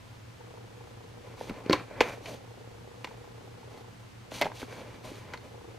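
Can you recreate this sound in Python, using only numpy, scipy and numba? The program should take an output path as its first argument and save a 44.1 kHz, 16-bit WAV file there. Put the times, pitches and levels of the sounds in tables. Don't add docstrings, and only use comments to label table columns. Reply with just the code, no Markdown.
import sys
import numpy as np
from scipy import signal
from scipy.fft import rfft, irfft, next_fast_len
from scipy.io import wavfile
from numba import njit

SR = 44100
rng = np.random.default_rng(int(sys.argv[2]) if len(sys.argv) > 2 else 0)


def materialize(psi):
    bounded = np.clip(np.atleast_2d(psi).T, -1, 1)
    quanta = np.round(bounded * 32767).astype(np.int16)
    wavfile.write(sys.argv[1], SR, quanta)


N = 254898
T = np.arange(N) / SR

# (time [s], card flex [dB], shell body [dB], crack [dB],
# ring time [s], panel note [Hz], shell overtone [Hz])
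PACK_HITS = [(1.4099, -42, -34.5, -66, 0.012, 617, 2450), (1.496, -36, -39.5, -45, 0.053, 256, 2500),
             (1.507, -36.5, -45, -70, 0.047, 205, 2400), (1.662, -36, -54, -51, 0.012, 434, 2500),
             (1.6966, -19, -26, -35, 0.024, 374, 4830), (1.7076, -22, -30, -37, 0.033, 318, 2420),
             (1.7236, -40, -46, -35.5, 0.021, 500, 3900), (1.7291, -21.5, -37, -24, 0.028, 522, 3800),
             (1.7319, -27.5, -20, -32.5, 0.091, 290, 1010), (1.910, -45.5, -41.5, -74, 0.015, 616, 1570),
             (2.0064, -21.5, -16, -23.5, 0.015, 813, 2530), (2.01, -33, -23, -26, 0.064, 470, 2420),
             (2.258, -45, -50, -42, 0.07, 730, 2500), (3.0444, -45.5, -38.5, -37, 0.033, 684, 1920),
             (3.072, -57, -46, -51, 0.041, 890, 2100), (4.317, -42, -38.5, -50, 0.078, 634, 2730),
             (4.4125, -32, -25, -35, 0.029, 634, 2000), (4.4147, -52, -28.5, -32, 0.029, 587, 3350),
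             (4.420, -38, -27.5, -26, 0.036, 615, 2100), (4.427, -50, -31, -39, 0.033, 713, 2060),
             (4.445, -55, -52, -40, 0.049, 730, 3020), (4.456, -47, -30, -46, 0.011, 666, 2250),
             (4.464, -59, -30.5, -61, 0.023, 850, 1480), (4.5175, -52, -43, -52, 0.013, 942, 1640),
             (4.617, -49, -44, -50, 0.027, 524, 2200), (4.628, -38.5, -40.5, -66, 0.026, 251, 1560),
             (4.725, -57, -44.5, -51, 0.033, 563, 1650), (5.115, -41.5, -57, -68, 0.04, 337, 2200),
             (5.336, -48, -39.5, -40, 0.093, 940, 1380), (5.374, -66, -59, -51.5, .025, 900, 4220)]
# (pitch [Hz], width [Hz], level [dB])
PACK_MODES = [(134, 30, -37), (220, 25, 2), (297, 58, 6), (375, 115, 4.5), (530, 65, 9.5), (627, 91, 5),
              (810, 460, 5), (850, 66, 5.5), (1006, 29, 7.5), (1426, 53, -7.5), (1547, 68, -2.5),
              (2060, 34, 2), (2217, 43, 0), (2566, 20, -21), (3180, 320, -5), (4150, 210, -18),
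              (4330, 89, -1)]


def knocks(cloud_db=-3, cloud_t60=0.096, note_db=10, overtone_db=5, q=6, flex_hz=430, crack_hz=1500):
    # (frequency [Hz], level [dB])
    cloud_eq = [(50, 5), (160, -15.5), (300, -3), (900, 1.5), (1250, -2.5), (2300, -1), (4300, -5.5),
                (6000, -11.5), (8000, -20.5), (10000, -29), (12500, -28), (16000, -38)]
    size, onset = 6000, SR // 100
    out, t = np.zeros(N + size), T[:size]
    for time, flex_db, body_db, crack_db, ring_s, note_hz, overtone_hz in PACK_HITS:
        cloud = colour(rng.standard_normal(size) * 1000 ** (-t / cloud_t60), cloud_eq)
        grip = 1000 ** (-t / (2 * ring_s))
        hit = (unit(ring(PACK_MODES)) + amp(cloud_db) * unit(cloud)) * grip
        note = amp(note_db) * resonate(hit, note_hz, q)
        overtone = amp(overtone_db) * resonate(hit, overtone_hz, q)
        hit = band(hit + note + overtone, 0.35 * note_hz, "high", order=3)
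        flex = band(hit, flex_hz, "low", order=3)
        body = band(hit, [flex_hz, crack_hz], "band", order=3)
        crack = band(hit, crack_hz, "high", order=4)
        for part, db in (flex, flex_db), (body, body_db), (crack, crack_db):
            onset_rms = np.sqrt(np.mean(part[:onset] ** 2))
            out[int(time * SR):][:size] += amp(db) * part / onset_rms
    return out[:N]


def creases(tick_db=-20, low_cut_hz=6500, fade_s=0.0015, size=900):
    # (time [s], strength [dB])
    pops = [(1.496, -52), (4.413, -40), (4.415, -38)]
    ticks = [(time, crack_db + tick_db) for time, _, _, crack_db, *_ in PACK_HITS]
    out = np.zeros(N + size)
    for time, db in list(pops) + ticks:
        out[int(time * SR):][:size] += amp(db) * rng.standard_normal(size) * np.exp(-T[:size] / fade_s)
    return 2 * band(out[:N], low_cut_hz, "high")


def thuds():
    # (time [s], strength [dB])
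    pushes = [(1.5, -35), (1.508, -35), (1.696, -40), (1.731, -32), (2.009, -37), (4.416, -46),
              (4.626, -44)]
    return pings(pushes, hz=75, fade_s=0.0048, size=2200)


def fingers(hold_rub_db=-61.5, hold_hiss_db=-70.5, body_db=-6, panel_q=6.0, sag_octaves=0.26):
    # (start [s], length [s], card rub [dB], nail [dB], skin hiss [dB],
    # singing panel [dB], panel note [Hz], swell from start to end [dB])
    strokes = [(1.245, .10, -57.5, -63.5, -78, -56, 510, -6),
               (1.385, 0.087, -50.5, -57, -55.5, -58, 510, 0), (1.507, 0.1, -49.5, -57, -76, -50, 540, 2),
               (1.653, 0.084, -49.5, -51.5, -68, -61, 550, 5), (1.73, 0.08, -47, -44, -59, -59, 584, -8),
               (1.888, 0.11, -50.5, -51, -83, -54, 606, 9), (2.011, 0.055, -46, -41.5, -52, -54, 580, -1),
               (2.087, .06, -51.5, -50, -58, -47, 564, 1.5), (2.25, 0.096, -49.5, -63, -53, -50.5, 635, 0),
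               (3.04, 0.19, -64, -64, -74, -62, 496, -7), (3.702, 0.089, -54, -75, -68.5, -63, 504, 0),
               (4.325, 0.077, -47.5, -52, -44, -50.5, 960, -1.5),
               (4.419, 0.052, -43, -54, -60, -53, 900, -1), (4.542, 0.082, -57.5, -60, -53, -59, 700, 8),
               (4.688, 0.073, -53.5, -52.5, -59.5, -60, 605, 0),
               (4.772, 0.034, -51.5, -61, -62, -49, 555, -1),
               (4.836, .14, -54.5, -58.5, -68.5, -62, 530, -4),
               (5.042, 0.059, -49.5, -61, -52.5, -49, 580, 2), (5.129, 0.065, -60, -59, -60, -64, 417, 3),
               (5.225, 0.13, -54.5, -60, -79, -62, 557, 1), (5.429, 0.031, -59, -63, -69, -50.5, 570, 3)]
    # (frequency [Hz], level [dB])
    rub_eq = [(50, 0), (150, 5), (300, 5), (600, 0), (1000, 0), (1300, -13), (2400, -14.5), (3500, -14),
              (8000, -48), (16000, -71)]
    # (frequency [Hz], level [dB])
    hiss_eq = [(200, -13), (1200, -13), (2500, 3.5), (4400, 2), (5200, -3.5), (6400, 0), (7300, -9.5),
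               (8300, -8), (10500, -10), (12500, -14), (13400, -10.5), (14500, -23), (16000, -24)]
    # (pitch [Hz], width [Hz], level [dB])
    shell_modes = [(1500, 1200, 11.5), (2000, 810, 2.5), (2356, 210, 6), (2600, 140, -23)]
    catches = slips(rate=2500, spread_db=0.5)
    body = excite(catches, ring(PACK_MODES))
    rub = unit(unit(colour(catches, rub_eq)) + amp(body_db) * body)
    nail = excite(slips(rate=5200, spread_db=0), ring(shell_modes, scatter=0))
    hiss = unit(colour(slips(rate=14000, spread_db=2.5), hiss_eq))
    drag = slips(rate=2700, spread_db=1.5)
    out = amp(hold_rub_db) * rub + amp(hold_hiss_db) * hiss
    for start, length, rub_db, nail_db, hiss_db, panel_db, note_hz, swell_db in strokes:
        force, travel = stroke(start, length, swell_db)
        panel_hz = note_hz * 2 ** (sag_octaves * (.5 - travel))
        panel = unit(glide(drag, panel_hz, panel_q))
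        friction = amp(rub_db) * rub + amp(panel_db) * panel + amp(nail_db) * nail + amp(hiss_db) * hiss
        out += force * friction
    flutter_db = 1.88 * wander(rate=45)
    return out * amp(flutter_db)


def stroke(start, length, swell_db, attack_share=0.54, release_s=0.022):
    t = T - start
    travel = np.clip(t / length, 0, 1)
    attack = np.clip(t / (attack_share * length) + .5, 0, 1)
    release = np.exp(-np.maximum(t - length, 0) / release_s)
    return attack * release * amp(swell_db * (travel - .5)), travel


def slips(rate, spread_db):
    impulses = (rng.random(N) < rate / SR) * rng.standard_normal(N)
    return unit(impulses * amp(spread_db * np.minimum(rng.exponential(size=N), 4)))


def lens(frame_hz=29.97, first_s=0.00501, stop_s=0.00674, stop_db=-4, rattle_s=0.0056, size=4000):
    # (pitch [Hz], width [Hz], level [dB])
    barrel_modes = [(471.2, 16, 10), (605, 52, -7.5), (813, 31, 7), (890, 80, -25)]
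    # (frequency [Hz], level [dB])
    rattle_eq = [(80, -20.5), (200, -9.5), (380, 3.5), (480, 2), (700, -5), (880, -3.5), (1300, -11),
                 (2500, -28.5), (5000, -29), (16000, -54)]
    # (time [s], strength [dB])
    jolts = [(.409, -49), (.575, -49), (.809, -50), (3.112, -45), (3.631, -50), (3.845, -55),
             (5.610, -58.5)]
    starts = first_s + np.arange(0, N / SR, 1 / frame_hz)
    steps = np.zeros(N + size)
    for lag, db in (0, 0), (stop_s, stop_db):
        steps[((starts + lag) * SR).astype(int)] += amp(db + rng.uniform(-3, 3, len(starts)))
    shake = signal.oaconvolve(steps, np.exp(-T[:size] / rattle_s))[:N]
    rattle = unit(colour(shake * rng.standard_normal(N), rattle_eq))
    barrel = excite(steps, ring(barrel_modes, scatter=0))
    return unit(barrel + rattle) * focusing() + pings(jolts, hz=890, fade_s=0.0048, size=size)


def focusing(idle_db=-70.5):
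    # (start [s], end [s], level [dB])
    runs = [(.39, 3.9, -55.5), (4.25, 7.7, -58), (5.53, 6.4, -53.5)]
    gain = np.full(N, amp(idle_db))
    for start, end, db in runs:
        gain[(T >= start) & (T < end)] = amp(db)
    return gain


def housing(drive):
    # (frequency [Hz], side against mid [dB])
    width_eq = [(100, -3.5), (300, -3.5), (480, 2), (800, -6.5), (3000, 2.5)]
    quarter_turn = signal.hilbert(drive, next_fast_len(N)).imag[:N]
    return stereo(drive, colour(quarter_turn, width_eq))


def close_reflections(x, spread_s=0.0013, size=512):
    # (frequency [Hz], side against mid [dB])
    width_eq = [(60, -31), (700, -32), (2400, -26), (4400, -12), (8000, -6.5), (15000, -11)]
    early = unit(rng.standard_normal(size) * np.exp(-T[:size] / spread_s)) / np.sqrt(2 * size)
    early = colour(early, width_eq)
    return stereo(x, signal.oaconvolve(x, np.r_[-early[::-1], 0, early], "same"))


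def room(x, t60=0.26, wet_db=-21, side_db=-7, dull_hz=5000, gap_s=0.0095, size=22050):
    t = T[:size]
    fade = (t > gap_s) * 1000 ** (-t / t60)
    tails = [band(rng.standard_normal(size), dull_hz, "low", order=1) * fade for _ in range(2)]
    mid, side = (signal.oaconvolve(x, unit(tail) / np.sqrt(size))[:N] for tail in tails)
    return amp(wet_db) * stereo(mid, amp(side_db) * side)


def hum(crest_s=.116):
    # (pitch [Hz], level [dB])
    tones = [(102.8, -62.6), (114.14, -55.4), (120.02, -56.7)]
    phase = rng.uniform(0, 2 * np.pi)
    return sum(np.sqrt(2) * amp(db) * np.cos(2 * np.pi * hz * (T - crest_s) + phase) for hz, db in tones)


def room_tone(level_db=-54, dip_db=-9):
    # (frequency [Hz], level [dB])
    air_eq = [(12, -44), (20, -26.5), (86, -14.5), (101, -2), (120, -10), (142, -21.5), (177, -17),
              (241, -22.5), (542, -30.5), (738, -30), (1120, -31.5), (1260, -30.5), (2820, -35),
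              (7520, -44), (16000, -56)]
    # (frequency [Hz], side against mid [dB])
    width_eq = [(30, -22), (110, -11), (220, 1), (400, 4), (3000, -2), (15000, -4)]
    dipped_eq = [(hz, db + dip_db * (95 < hz < 140)) for hz, db in air_eq]
    mid, side = (unit(colour(rng.standard_normal(N), dipped_eq)) for _ in range(2))
    return amp(level_db) * stereo(mid, colour(side, width_eq))


def ring(modes, scatter=0.24, size=6000):
    hz, width, db = np.transpose(modes)[:, :, None]
    sign = rng.choice([-1, 1], hz.shape)
    gain = amp(db) * np.sqrt(width) * sign * np.exp(scatter * rng.standard_normal(hz.shape))
    t = T[:size]
    return np.sum(gain * np.exp(-np.pi * width * t) * np.sin(2 * np.pi * hz * t), axis=0)


def excite(impulses, response):
    return unit(signal.oaconvolve(impulses, response)[:N])


def pings(events, hz, fade_s, size):
    ping = 2 * np.sin(2 * np.pi * hz * T[:size]) * np.exp(-T[:size] / fade_s)
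    out = np.zeros(N + size)
    for time, db in events:
        out[int(time * SR):][:size] += amp(db) * ping
    return out[:N]


def resonate(x, hz, q):
    return signal.lfilter(*signal.iirpeak(hz, q, fs=SR), x)


@njit
def glide(x, hz, q):
    out, band_state, low_state = np.empty(len(x)), 0., 0.
    for i in range(len(x)):
        g = np.tan(np.pi * hz[i] / SR)
        passed = (band_state + g * (x[i] - low_state)) / (1 + g * (g + 1 / q))
        band_state = 2 * passed - band_state
        low_state += 2 * g * passed
        out[i] = passed / q
    return out


def colour(x, eq, size=4096):
    hz, db = np.transpose(eq)
    bins_hz = np.fft.rfftfreq(size, 1 / SR)
    gain = amp(np.interp(np.log(bins_hz + 1), np.log(hz), db))
    cepstrum = irfft(np.log(gain))
    cepstrum[0] /= 2
    response = irfft(np.exp(rfft(2 * cepstrum[:size // 2], size)))
    return signal.fftconvolve(x, response)[:len(x)]


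def band(x, hz, kind, order=2):
    return signal.sosfilt(signal.butter(order, hz, kind, fs=SR, output="sos"), x)


def wander(rate):
    knots = rng.standard_normal(2048)
    return np.interp(T * rate, np.arange(len(knots)), knots)


def amp(db):
    return 10 ** (np.asarray(db) / 20)


def unit(x):
    return x / np.sqrt(np.mean(x ** 2) + 1e-20)


def stereo(mid, side):
    return np.array([mid + side, mid - side])


def scene():
    pack = knocks() + creases() + fingers() + thuds()
    drive = housing(lens())
    return close_reflections(pack) + room(pack) + drive + hum() + room_tone()


def record(dry):
    low_cut_hz, top_hz = 22, 15400
    top_cut = signal.ellip(8, .2, 70, top_hz, fs=SR, output="sos")
    return signal.sosfilt(top_cut, band(dry, low_cut_hz, "high"))


dry = scene()
out = record(dry)
materialize(out)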